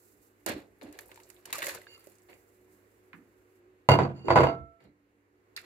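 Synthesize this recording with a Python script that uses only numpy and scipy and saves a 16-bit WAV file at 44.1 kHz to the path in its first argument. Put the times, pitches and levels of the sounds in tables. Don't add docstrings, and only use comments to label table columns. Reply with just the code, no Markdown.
import sys
import numpy as np
from scipy import signal
from scipy.io import wavfile

SR = 44100
rng = np.random.default_rng(int(sys.argv[2]) if len(sys.argv) > 2 else 0)


def boost(x):
    u = np.asarray(x, float) / 20
    return 10 ** u


def int16_out(signal):
    q = np.round(np.clip(np.atleast_2d(signal).T, -1, 1) * 32767)
    wavfile.write(sys.argv[1], SR, q.astype(np.int16))


N = 249385


def rms_one(x):
    return x / np.sqrt(np.mean(x ** 2) + 1e-30)


def gain_curve(points):
    s, level_db = np.transpose(points)
    return boost(np.interp(np.arange(N) / SR, s, level_db, -200, -200))


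def at_hz(points, hz):
    table_hz, value = np.transpose(points)
    return np.interp(np.log(hz), np.log(table_hz), value)


def drift(rate_hz):
    knots = rng.standard_normal(400)
    return np.interp(np.arange(N) / SR * rate_hz, np.arange(400), knots)


def stroke(start_s, attack_s, hold_s, level_db, fall_db_per_s):
    out = np.zeros(N)
    start = round(start_s * SR)
    t = np.arange(N - start) / SR
    t = t[t < hold_s + 90 / fall_db_per_s]
    fall_db = fall_db_per_s * np.maximum(t - hold_s, 0)
    out[start:start + len(t)] = boost(level_db - fall_db) * np.minimum(t / attack_s, 1)
    return out


def clicks(times_s, gains):
    out = np.zeros(np.shape(gains)[:-1] + (N,))
    out[..., np.round(np.array(times_s) * SR).astype(int)] = gains
    return out


def grains(per_s, spread_db, clump_db):
    sizes = boost(spread_db * np.minimum(rng.exponential(1, N), 4)) * rng.choice([-1, 1], N)
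    chance = per_s * boost(clump_db * drift(40)) / SR
    return rms_one(sizes * (rng.random(N) < chance))


def ring(drive, hz, t60_s):
    r = boost(-60 / (t60_s * SR))
    w = 2 * np.pi * hz / SR
    return signal.lfilter([0, np.sin(w)], [1, -2 * r * np.cos(w), r * r], drive + 1e-18)


def radiate(tone, hz, pan_db=0.8, lead_cycles=-0.088):
    left = np.roll(tone, -round(lead_cycles * SR / hz))
    return np.array([left, tone]) * boost(np.minimum([[pan_db], [-pan_db]], 0))


def stereo_bands(spectrum, size):
    # hz, likeness
    likeness = [(60, 0.88), (130, 0.98), (290, 0.6), (640, 0.46), (1410, -0.44), (3100, 0.35),
                (6820, -0.39), (15000, 0.074)]
    # hz, left_right_db
    tilt = [(60, 0), (300, -4), (3000, -2.5), (8000, -4)]
    edges_hz = 35 * 2 ** np.arange(0, 9.1, .5)
    white = rng.standard_normal((2, 2, size))
    for k, (low_hz, high_hz) in enumerate(zip(edges_hz, edges_hz[1:])):
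        band = signal.butter(2, [low_hz, high_hz], "band", fs=SR, output="sos")
        mid, side = signal.sosfilt(band, white[k % 2])
        hz = np.sqrt(low_hz * high_hz)
        alike = np.clip(at_hz(likeness, hz), -1, 1)
        gain = boost(at_hz(spectrum, hz) + at_hz(tilt, hz) * np.array([[.5], [-.5]]))
        yield hz, gain * (np.sqrt(1 + alike) * mid + np.sqrt(1 - alike) * side * [[1], [-1]])


def struck(trains, spectrum, t60s, low_hz, high_hz, direct, swell_cycles, crack_s, room_db):
    room_t60_s = 0.35
    size, spots = SR // 4, 3
    t = np.arange(size) / SR
    parts = np.zeros((3, 2, spots, size))
    for hz, band in stereo_bands(spectrum, (spots + 1) * size):
        rise = 1 - np.exp(-t * hz / swell_cycles)
        tail = boost(-60 * t / at_hz(t60s, hz))
        tail += direct * np.exp(-t / crack_s)
        tail += boost(room_db - 60 * t / room_t60_s)
        part = int(hz > low_hz) + int(hz > high_hz)
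        parts[part] += band[:, size:].reshape(2, spots, size) * rise * tail
    parts /= np.sqrt(np.sum(parts ** 2, axis=(1, 3), keepdims=True) / 2)
    spot = rng.integers(0, spots, N)
    out = np.zeros((2, N + size - 1))
    for k in range(spots):
        hits = np.float32(trains * (spot == k))
        out += signal.oaconvolve(hits, np.float32(parts[:, :, k]), axes=2).sum(axis=0)
    return out[:, :N]


def simmer():
    # hz, level_db_per_hz
    rumble_spectrum = [(18, -45), (30, -22.5), (53, -5), (70, -26), (103, -17.5), (157, -28), (194, -13.5),
                       (273, -21.5), (364, -8), (437, -14), (684, -24), (2060, -24.5), (2400, -26),
                       (3100, -37.5), (16000, -45)]
    # start_s, level_db
    facing_points = [(0, -0.5), (1.0, 0.5), (3.0, 1), (3.85, -0.5), (4.9, -5), (5.3, -4), (5.65, 1.5)]
    # pitch_hz, level_db, waver_db, share of the facing fall
    hum = [(50, -82.5, 5, .9), (101, -73, -1.5, 1.2), (200, -84, 5, 0.61), (292, -75, 5.5, 0.31),
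           (364.6, -69, 4.5, 3.2), (412, -77, 2, 1.2), (469, -78.5, 1.5, 1.3)]
    # start_s, level_db
    steam = [(0.0, -73), (0.13, -71), (0.3, -79.5), (0.84, -85.5), (1.06, -74.5), (1.45, -78.5), (2.3, -77),
             (3.6, -87)]
    facing = gain_curve(facing_points)
    rumble = rms_one(sum(band * boost(0.95 * drift(9.3)) for _, band in stereo_bands(rumble_spectrum, N)))
    out = boost(-67) * rumble * facing
    for hz, level_db, waver_db, fall in hum:
        phase = 2 * np.pi * hz * np.arange(N) / SR + 0.41 * waver_db * drift(12)
        gain = boost(level_db + np.clip(waver_db, 0, 5) * drift(6.5)) * facing ** fall
        out += gain * np.sin(phase) * boost([[-1.1], [1.1]])
    treble = signal.butter(2, 6000, "high", fs=SR, output="sos")
    hiss = rms_one(signal.sosfilt(treble, rng.standard_normal((2, N))))
    flutter = boost(7.0 + 1.5 * drift(24) + 2.5 * drift(57))
    return out + hiss * gain_curve(steam) * flutter * boost([[-2.5], [2.5]])


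def droplets(level):
    spray = level * grains(170, 3.7, 9.7)
    dealt = rng.integers(0, 14, N)
    out = np.zeros((2, N))
    for k, hz in enumerate(np.geomspace(1000, 5500, 14)):
        pan_db = 0.81 * rng.standard_normal() + 4.0
        out += ring(spray * (dealt == k), hz, 17.0 / hz) * boost([[pan_db], [-pan_db]])
    return out


def broth():
    # start_s, peak_db, low plop_db re peak,
    # bright spit_db re peak
    splashes = [(0.4623, -30.5, 8, 10.5), (0.4933, -35, -2.5, 8.5), (0.503, -40, -14, -21),
                (0.8129, -40, -2, -18), (0.926, -48, -5, 8), (0.9526, -46, -6, -10), (0.9888, -31, -26, -1),
                (1.0946, -57, 5, -17), (1.1156, -36.5, -3, -10), (1.1586, -44.5, -23, 1),
                (1.175, -44, -22, -11), (1.2008, -42.5, -3.5, -3), (1.3008, -42.5, -35, 5.5),
                (1.4558, -39, -20, 8), (1.5044, -37, -15, -3), (1.5277, -19.5, -49.5, 2.5),
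                (1.532, -25, -18, -1.5), (1.583, -29, -19, 3), (1.589, -28.5, -21, -1),
                (1.641, -27, -20, -8), (1.673, -29, -22, -1), (1.6206, -21.5, -16.5, -9.5),
                (1.6269, -20.5, -7.5, -5), (1.6675, -24, -3, 4), (1.6833, -26, -25, -1.5),
                (1.694, -22, -27, -10), (1.7482, -37, 1, 8), (1.868, -43, -4, -25), (1.9779, -53.5, 6, 3),
                (2.0704, -49, 13.5, 4.5), (5.565, -35.5, -31, 5), (5.5738, -44, -44, 6)]
    # start_s, hold_s, level_db, bright_db, fall_db_per_s
    pours = [(0.461, 0.027, -30.5, -1.5, 226), (0.81, 0.016, -46.5, -3, 185), (0.931, 0.092, -57, -2, 153),
             (1.053, 0.22, -62, -1, 23), (1.451, 0.12, -50, 0, 99), (1.53, 0.14, -39, 12, 164),
             (1.623, 0.1, -42, 2.5, 167), (1.903, 0.2, -64.5, 12, 110), (0.58, 0.014, -69, 22, 193),
             (2.286, 0.024, -61.5, -5.5, 266), (4.799, 0.054, -64, -3.5, 300), (5.561, 0.045, -51.5, 2, 60)]
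    # hz, level_db_per_hz
    spectrum = [(26, -38), (45, -2.5), (150, -8.5), (239, -9.5), (382, 5.5), (594, -2.5), (689, -4),
                (1440, -9), (1980, -2), (2410, -6), (3850, -10), (5290, -9.5), (11300, -9), (16000, -15.5)]
    # hz, t60_s
    t60s = [(150, 0.48), (600, 0.25), (2000, 0.19), (6000, 0.18), (15000, 0.051)]
    layer_db = [-4.5, -1, -7.5]
    layer_fall = [0.74, 1.0, 1.2]
    layer_tilt = [-2.2, 0, 0.59]
    s, peak_db, plop_db, spit_db = np.transpose(splashes)
    pan_db = 2 + 5 * rng.standard_normal(len(s))
    levels = boost(peak_db + np.array([plop_db + 10.5, 0 * s + 12, spit_db + 12.5]))
    hits = clicks(s, levels[:, None] * boost(np.outer([.5, -.5], pan_db)))
    churn = np.zeros((3, N))
    for layer, tilt, offset_db, share in zip(churn, layer_tilt, layer_db, layer_fall):
        for start_s, hold_s, level_db, bright_db, fall in pours:
            layer += stroke(start_s, 0.0025, hold_s, level_db + offset_db + tilt * bright_db, share * fall)
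    rain = np.array([grains(900, 2.3, 2.2), grains(500, 1.4, 6.6), grains(1200, 6.5, 3.9)])
    spray = churn * rain * boost([[-5], [-7], [-5]])
    wet = struck(hits + spray[:, None], spectrum, t60s, 800, 4500,
                 direct=5.5, swell_cycles=0.6, crack_s=0.0028, room_db=-25)
    return wet + boost(-27.5) * droplets(churn[1])


def gulps():
    # start_s,
    # pitch_hz, level_db, t60_s
    pockets = [(0.498, 230, -25.5, 0.047), (0.508, 409, -40.5, 0.08), (0.528, 420, -39, 0.05),
               (0.54, 200, -41, 0.13), (0.562, 286, -37.5, 0.18), (0.592, 320, -49, 0.1),
               (0.83, 294, -44.5, 0.25), (0.845, 287.6, -41, 0.18), (0.88, 294, -49, 0.19),
               (1.092, 880, -50, 0.047), (1.175, 950, -48.5, 0.046), (1.19, 905, -48, 0.04),
               (1.53, 1060, -38.5, 0.022), (1.553, 1143, -41, 0.065), (1.582, 584, -37, 0.07),
               (1.598, 606, -39, 0.074), (1.619, 2270, -35.5, 0.03), (1.627, 1900, -33, 0.04),
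               (1.638, 1940, -35, 0.073), (1.644, 547, -37, 0.06), (1.657, 564, -37, 0.062),
               (1.668, 2113, -37, 0.05), (1.68, 542, -30, 0.057), (1.69, 2000, -35, 0.05),
               (1.694, 1530, -41, 0.03), (1.702, 540, -41, 0.068), (1.74, 558, -47, 0.08),
               (1.755, 477, -47, 0.14), (1.773, 1520, -46, 0.044), (1.783, 571, -45.5, 0.08),
               (2.07, 566, -52, 0.04), (0.988, 2200, -43, 0.03), (0.989, 1800, -45, 0.03),
               (1.117, 2100, -52, 0.03), (1.455, 2900, -45, 0.03), (1.456, 3700, -52, 0.025),
               (1.5, 1000, -48, 0.03), (1.505, 2100, -47, 0.03), (1.527, 3900, -34, 0.025),
               (1.529, 2600, -37, 0.04), (1.621, 3600, -40, 0.03), (1.817, 2000, -50, 0.05),
               (1.869, 1600, -48, 0.03), (1.87, 3700, -57, 0.025), (1.977, 1200, -53, 0.03),
               (3.14, 234, -47, 0.055)]
    rise_per_s, wobble_db, wobble_rad = 0.15, 4.0, 0.8
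    out = np.zeros(N)
    t = np.arange(SR // 3) / SR
    for s, hz, level_db, t60_s in pockets:
        swell, turn = (np.interp(t * 130, np.arange(60), knots) for knots in rng.standard_normal((2, 60)))
        phase = 2 * np.pi * hz * (t + rise_per_s * t ** 2) + wobble_rad * turn
        gain = boost(level_db - 60 * t / t60_s + wobble_db * swell) * (1 - np.exp(-t * hz / 0.66))
        start = round(s * SR)
        out[start:start + len(t)] += gain * np.sin(phase)
    return out * boost([[-1.2], [1.2]])


def bumps():
    # start_s, level_db, centre_hz
    drips = [(0.786, -77, 13000), (0.975, -66, 14000), (1.009, -55.5, 10600), (1.0596, -62, 13100),
             (1.083, -61, 12900), (1.144, -63, 7000), (1.2336, -61.5, 6040), (1.2907, -65, 10700),
             (1.3447, -65, 10400), (1.3648, -65.5, 2780), (1.817, -62.5, 10400), (1.995, -62.5, 12900),
             (2.042, -64, 9600), (2.062, -64, 13100), (2.098, -65, 12000), (2.119, -66, 9350),
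             (2.154, -70, 6960), (2.1847, -69, 6960), (2.22, -72.5, 7200), (2.234, -71, 13000),
             (2.3, -68, 12000), (2.34, -69, 9000), (2.378, -78, 12000)]
    # start_s, centre_hz, width_octaves, level_db, t60_s
    contacts = [(2.287, 990, 2.9, -62, 0.36), (2.294, 2100, 0.33, -63, 0.33),
                (2.33, 2320, 0.78, -59, 0.085), (3.131, 1500, 1.4, -50, 0.12),
                (3.145, 1400, 1.2, -61, 0.32), (4.245, 345, 0.63, -42, .08), (4.256, 340, .4, -47, 0.09),
                (4.268, 350, 0.46, -32.5, 0.19), (3.135, 230, 0.9, -57, 0.4), (4.571, 71, 0.71, -55, 0.32),
                (4.795, 2130, 0.24, -71, 0.49), (4.853, 4070, 0.14, -77, 0.17),
                (4.852, 200, 1.4, -59, 0.38), (4.858, 79.1, 1.23, -66, 0.13),
                (5.564, 4240, 0.55, -41.5, 0.13), (5.575, 1920, 0.97, -42.5, 0.12)]
    puffs = list(contacts) + [(s, hz, 1, level_db, 0.1) for s, level_db, hz in drips]
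    out = np.zeros((2, N + SR))
    t = np.arange(SR // 3) / SR
    for s, hz, octaves, level_db, t60_s in puffs:
        edges_hz = np.minimum(hz * 2 ** (octaves * np.array([-.5, .5])), SR / 2.2)
        band = signal.butter(3, edges_hz, "band", fs=SR, output="sos")
        noise = rng.standard_normal((3, len(t)))
        both = noise[:2] + noise[2] * np.clip(600 / hz, 0, 3)
        decay = boost(-60 * t / t60_s) + 3.62 * np.exp(-t / 0.00045)
        puff = signal.sosfilt(band, both * decay)
        gain = boost(level_db - 4.5 * np.array([[.5], [-.5]])) / np.std(puff[:, :SR // 50])
        start = round(s * SR)
        out[:, start:start + len(t)] += gain * puff
    return out[:, :N]


def worktop(drive):
    # hz, level_db_per_hz
    spectrum = [(24, -51), (40, -25.5), (124, -5.5), (199, -15), (337, -8), (663, -9.5), (715, -6.5),
                (896, -8.5), (1630, -18), (2840, -25.5), (3380, -38.5), (4460, -36), (16000, -49.5)]
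    # hz, t60_s
    t60s = [(50, 0.18), (130, 0.21), (600, 0.24), (2000, 0.029), (6000, 0.031), (15000, .07)]
    # pitch_hz, level_db, t60_s
    slab = [(60.5, -15, .15), (133.6, 5.5, 0.18)]
    # pitch_hz, level_db, t60_s
    shelf = [(295.5, -9, 0.49), (382, -4.5, .27), (436, -9, .35), (487, -8, .2), (635, -5, .15),
             (880, -6, .1)]
    thud, body, _ = drive
    out = struck(drive[:, None], spectrum, t60s, 250, 3000,
                 direct=2.2, swell_cycles=0.8, crack_s=0.004, room_db=-19)
    for hz, level_db, t60_s in slab:
        out += boost(level_db - 31.5) * ring(thud, hz, t60_s) * boost([[-.7], [.7]])
    for hz, level_db, t60_s in shelf:
        out += radiate(boost(level_db - 40.0) * ring(body, hz, t60_s), hz, -2.5)
    return out


def clack(knock_s, peak_db):
    # pitch_hz, level_db re peak, t60_s
    tones = [(660, -10.5, 0.011), (950, -3.5, .015), (1964, -22, 0.039)]
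    out = np.zeros((2, N))
    for hz, level_db, t60_s in tones:
        hits = clicks(knock_s + .0012, boost(peak_db + level_db))
        out += radiate(ring(hits, hz, t60_s), hz)
    return out


def plate_modes(knock_s, peak_db, ring_db, grind, rub):
    plate_hz = [345, 463, 673, 975, 1335, 2132, 2810, 2850, 4538, 4585, 6200, 7040]
    # level_db, t60_s, rub_db
    held_modes = [(-10, 0.4, -29), (-12, 0.28, -16.5), (-0.5, .2, -29), (-13, .1, -23.5),
                  (-21, 0.53, -16.5), (-23, 0.21, -17), (-7.5, 0.12, 1), (-16, 0.06, -1), (-14, 0.15, 0),
                  (-20, 0.06, -4), (-27, 0.043, -20.5), (-22.5, 0.038, -6)]
    # level_db, t60_s
    free_modes = [(-46.5, 0.41), (-48, 0.61), (-37.5, 0.78), (-44, 0.27), (-35, 0.6), (-49.5, 0.4),
                  (-34.5, 0.13), (-37, 0.12), (-67, 0.15), (-66, 0.13), (-86, 0.079), (-89, .1)]
    # left_right_db, left lead_cycles
    beams = [(-2, 0), (-2, 0), (-10, -.04), (-2, -.2), (-8, .38), (0, .1), (-6, .45), (-6, .45), (-7, .48),
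             (-7, .48), (6, .3), (18, .2)]
    let_go_s, settled_s, settled_db_per_s = 4.47, 4.76, -120
    low_db = -16.5 + (0.67 - 1) * peak_db
    high_db = -14 + ring_db
    choke = boost(settled_db_per_s * np.maximum(np.arange(N) / SR - settled_s, 0))
    out = np.zeros((2, N))
    for hz, (level_db, t60_s, rub_db), (free_db, free_t60_s), beam in zip(plate_hz, held_modes, free_modes, beams):
        mode_db, spread_db = (low_db, 2.5) if hz < 1800 else (high_db, 3.5)
        spot_db = spread_db * rng.standard_normal(len(knock_s))
        drive = clicks(knock_s, boost(peak_db + mode_db + level_db + spot_db))
        drive += boost(level_db - 34.5) * grind + boost(rub_db - 24.5) * rub
        held = ring(drive, hz, t60_s)
        free = ring(clicks([let_go_s], boost([free_db])), hz, free_t60_s)
        free *= choke ** min(650 / hz, 1) ** 3
        out += radiate(held + free, hz, *beam)
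    return out


def plate():
    # start_s, peak_db, flat-landing thud_db, edge hardness_db, high ring_db
    knocks = [(3.888, 0, -12, 7.5, 4), (3.895, -8, -5.5, 12, 6), (3.908, -15, -9.5, 4, 4),
              (3.917, -10.5, -10, 6.5, 10.5), (3.928, -18, -13.5, 4.5, 4.5), (3.939, -15, -19.5, 6.5, 4.5),
              (3.953, -24, -13.5, 2.5, 1), (3.988, -8, -10.5, -8, -7), (3.996, -21, -10, -3, -4.5),
              (4.026, -19, -5, -14, -3.5), (4.034, -26.5, -5, -15, 11), (4.054, -29, -8.5, -15, -6),
              (4.076, -33.5, -7, -17, -10.5), (4.179, -52, 8.5, -10, 6), (4.283, -12, -20, -18, -10),
              (4.304, -6, -16.5, -17.5, -11.5), (4.313, -11, -14, -17.5, -4), (4.324, -17, -11.5, -16, 0),
              (4.357, -5, -14.5, 0.5, -6.5), (4.364, -11.5, -16, -2.5, -3), (4.374, -13.5, -13, -5.5, -3.5),
              (4.388, -26, -11, -4.5, 0.5), (4.405, -8, -11, 3, -1), (4.412, -14, -13.5, 1, -1),
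              (4.433, -11, -13, 4, -4), (4.443, -20, -14, -3.5, -8), (4.469, -16, -13, 0.5, -3),
              (4.482, -27.5, -13.5, -1.5, -6), (4.494, -26, -24, -17, 0), (4.515, -33, -21.5, -13, -9)]
    # start_s, hold_s, level_db
    rubs = [(1.868, 0.079, -58.5), (4.145, 0.11, -62), (4.245, .085, -59), (2.288, 0.04, -68),
            (4.797, 0.031, -77)]
    chatter_db = [-34.5, -28, -31]
    chatter_fall = [198.5, 353.5, 400.5]
    s, peak_db, thud_db, hard_db, ring_db = np.transpose(knocks)
    crack_db = -32.5 + hard_db
    hits = clicks(s, boost(peak_db + np.array([thud_db + 18.0, 0 * s + 12, crack_db + 14.0])))
    chatter = np.array([boost(db) * signal.lfilter([1], [1, -boost(-fall / SR)], train + 1e-18)
                        for train, db, fall in zip(hits, chatter_db, chatter_fall)])
    grind = chatter * grains(500, 3.5, 5.0)
    rub = sum(stroke(start_s, 0.011, hold_s, db, 291.5) for start_s, hold_s, db in rubs)
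    rub = rub * grains(3000, 2.4, 3.3)
    landed = np.arange(N) > s[0] * SR
    drive = hits + grind + rub * landed * boost([[6], [4], [-20]])
    return worktop(drive) + clack(s, peak_db) + plate_modes(s, peak_db, ring_db, grind[1], rub)


def bell(hz, width_hz, db):
    w, a = 2 * np.pi * hz / SR, boost(db / 2)
    k = np.sin(w) * width_hz / hz / 2
    zeros = [1 + k * a, -2 * np.cos(w), 1 - k * a]
    poles = [1 + k / a, -2 * np.cos(w), 1 - k / a]
    return np.array(zeros + poles) / (1 + k / a)


def scene():
    return simmer() + broth() + plate() + gulps() + bumps()


def low_pass(x):
    return signal.sosfilt(signal.butter(12, 16670, fs=SR, output="sos"), x)


def record(dry):
    # centre_hz, width_hz, level_db
    housing = [(3160, 440, -6.5), (5560, 1300, -3), (7400, 870, 3.5), (9000, 1400, -4.5)]
    limited = 1.1 * np.tanh(dry / 1.1)
    top = signal.cheby2(12, 70, 16800, fs=SR, output="sos")
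    bass = signal.butter(4, 55, "high", fs=SR, output="sos")
    colour = [bell(*row) for row in housing]
    return low_pass(signal.sosfilt(np.vstack([top, bass, colour]), limited))


dry = scene()
out = record(dry)
int16_out(out)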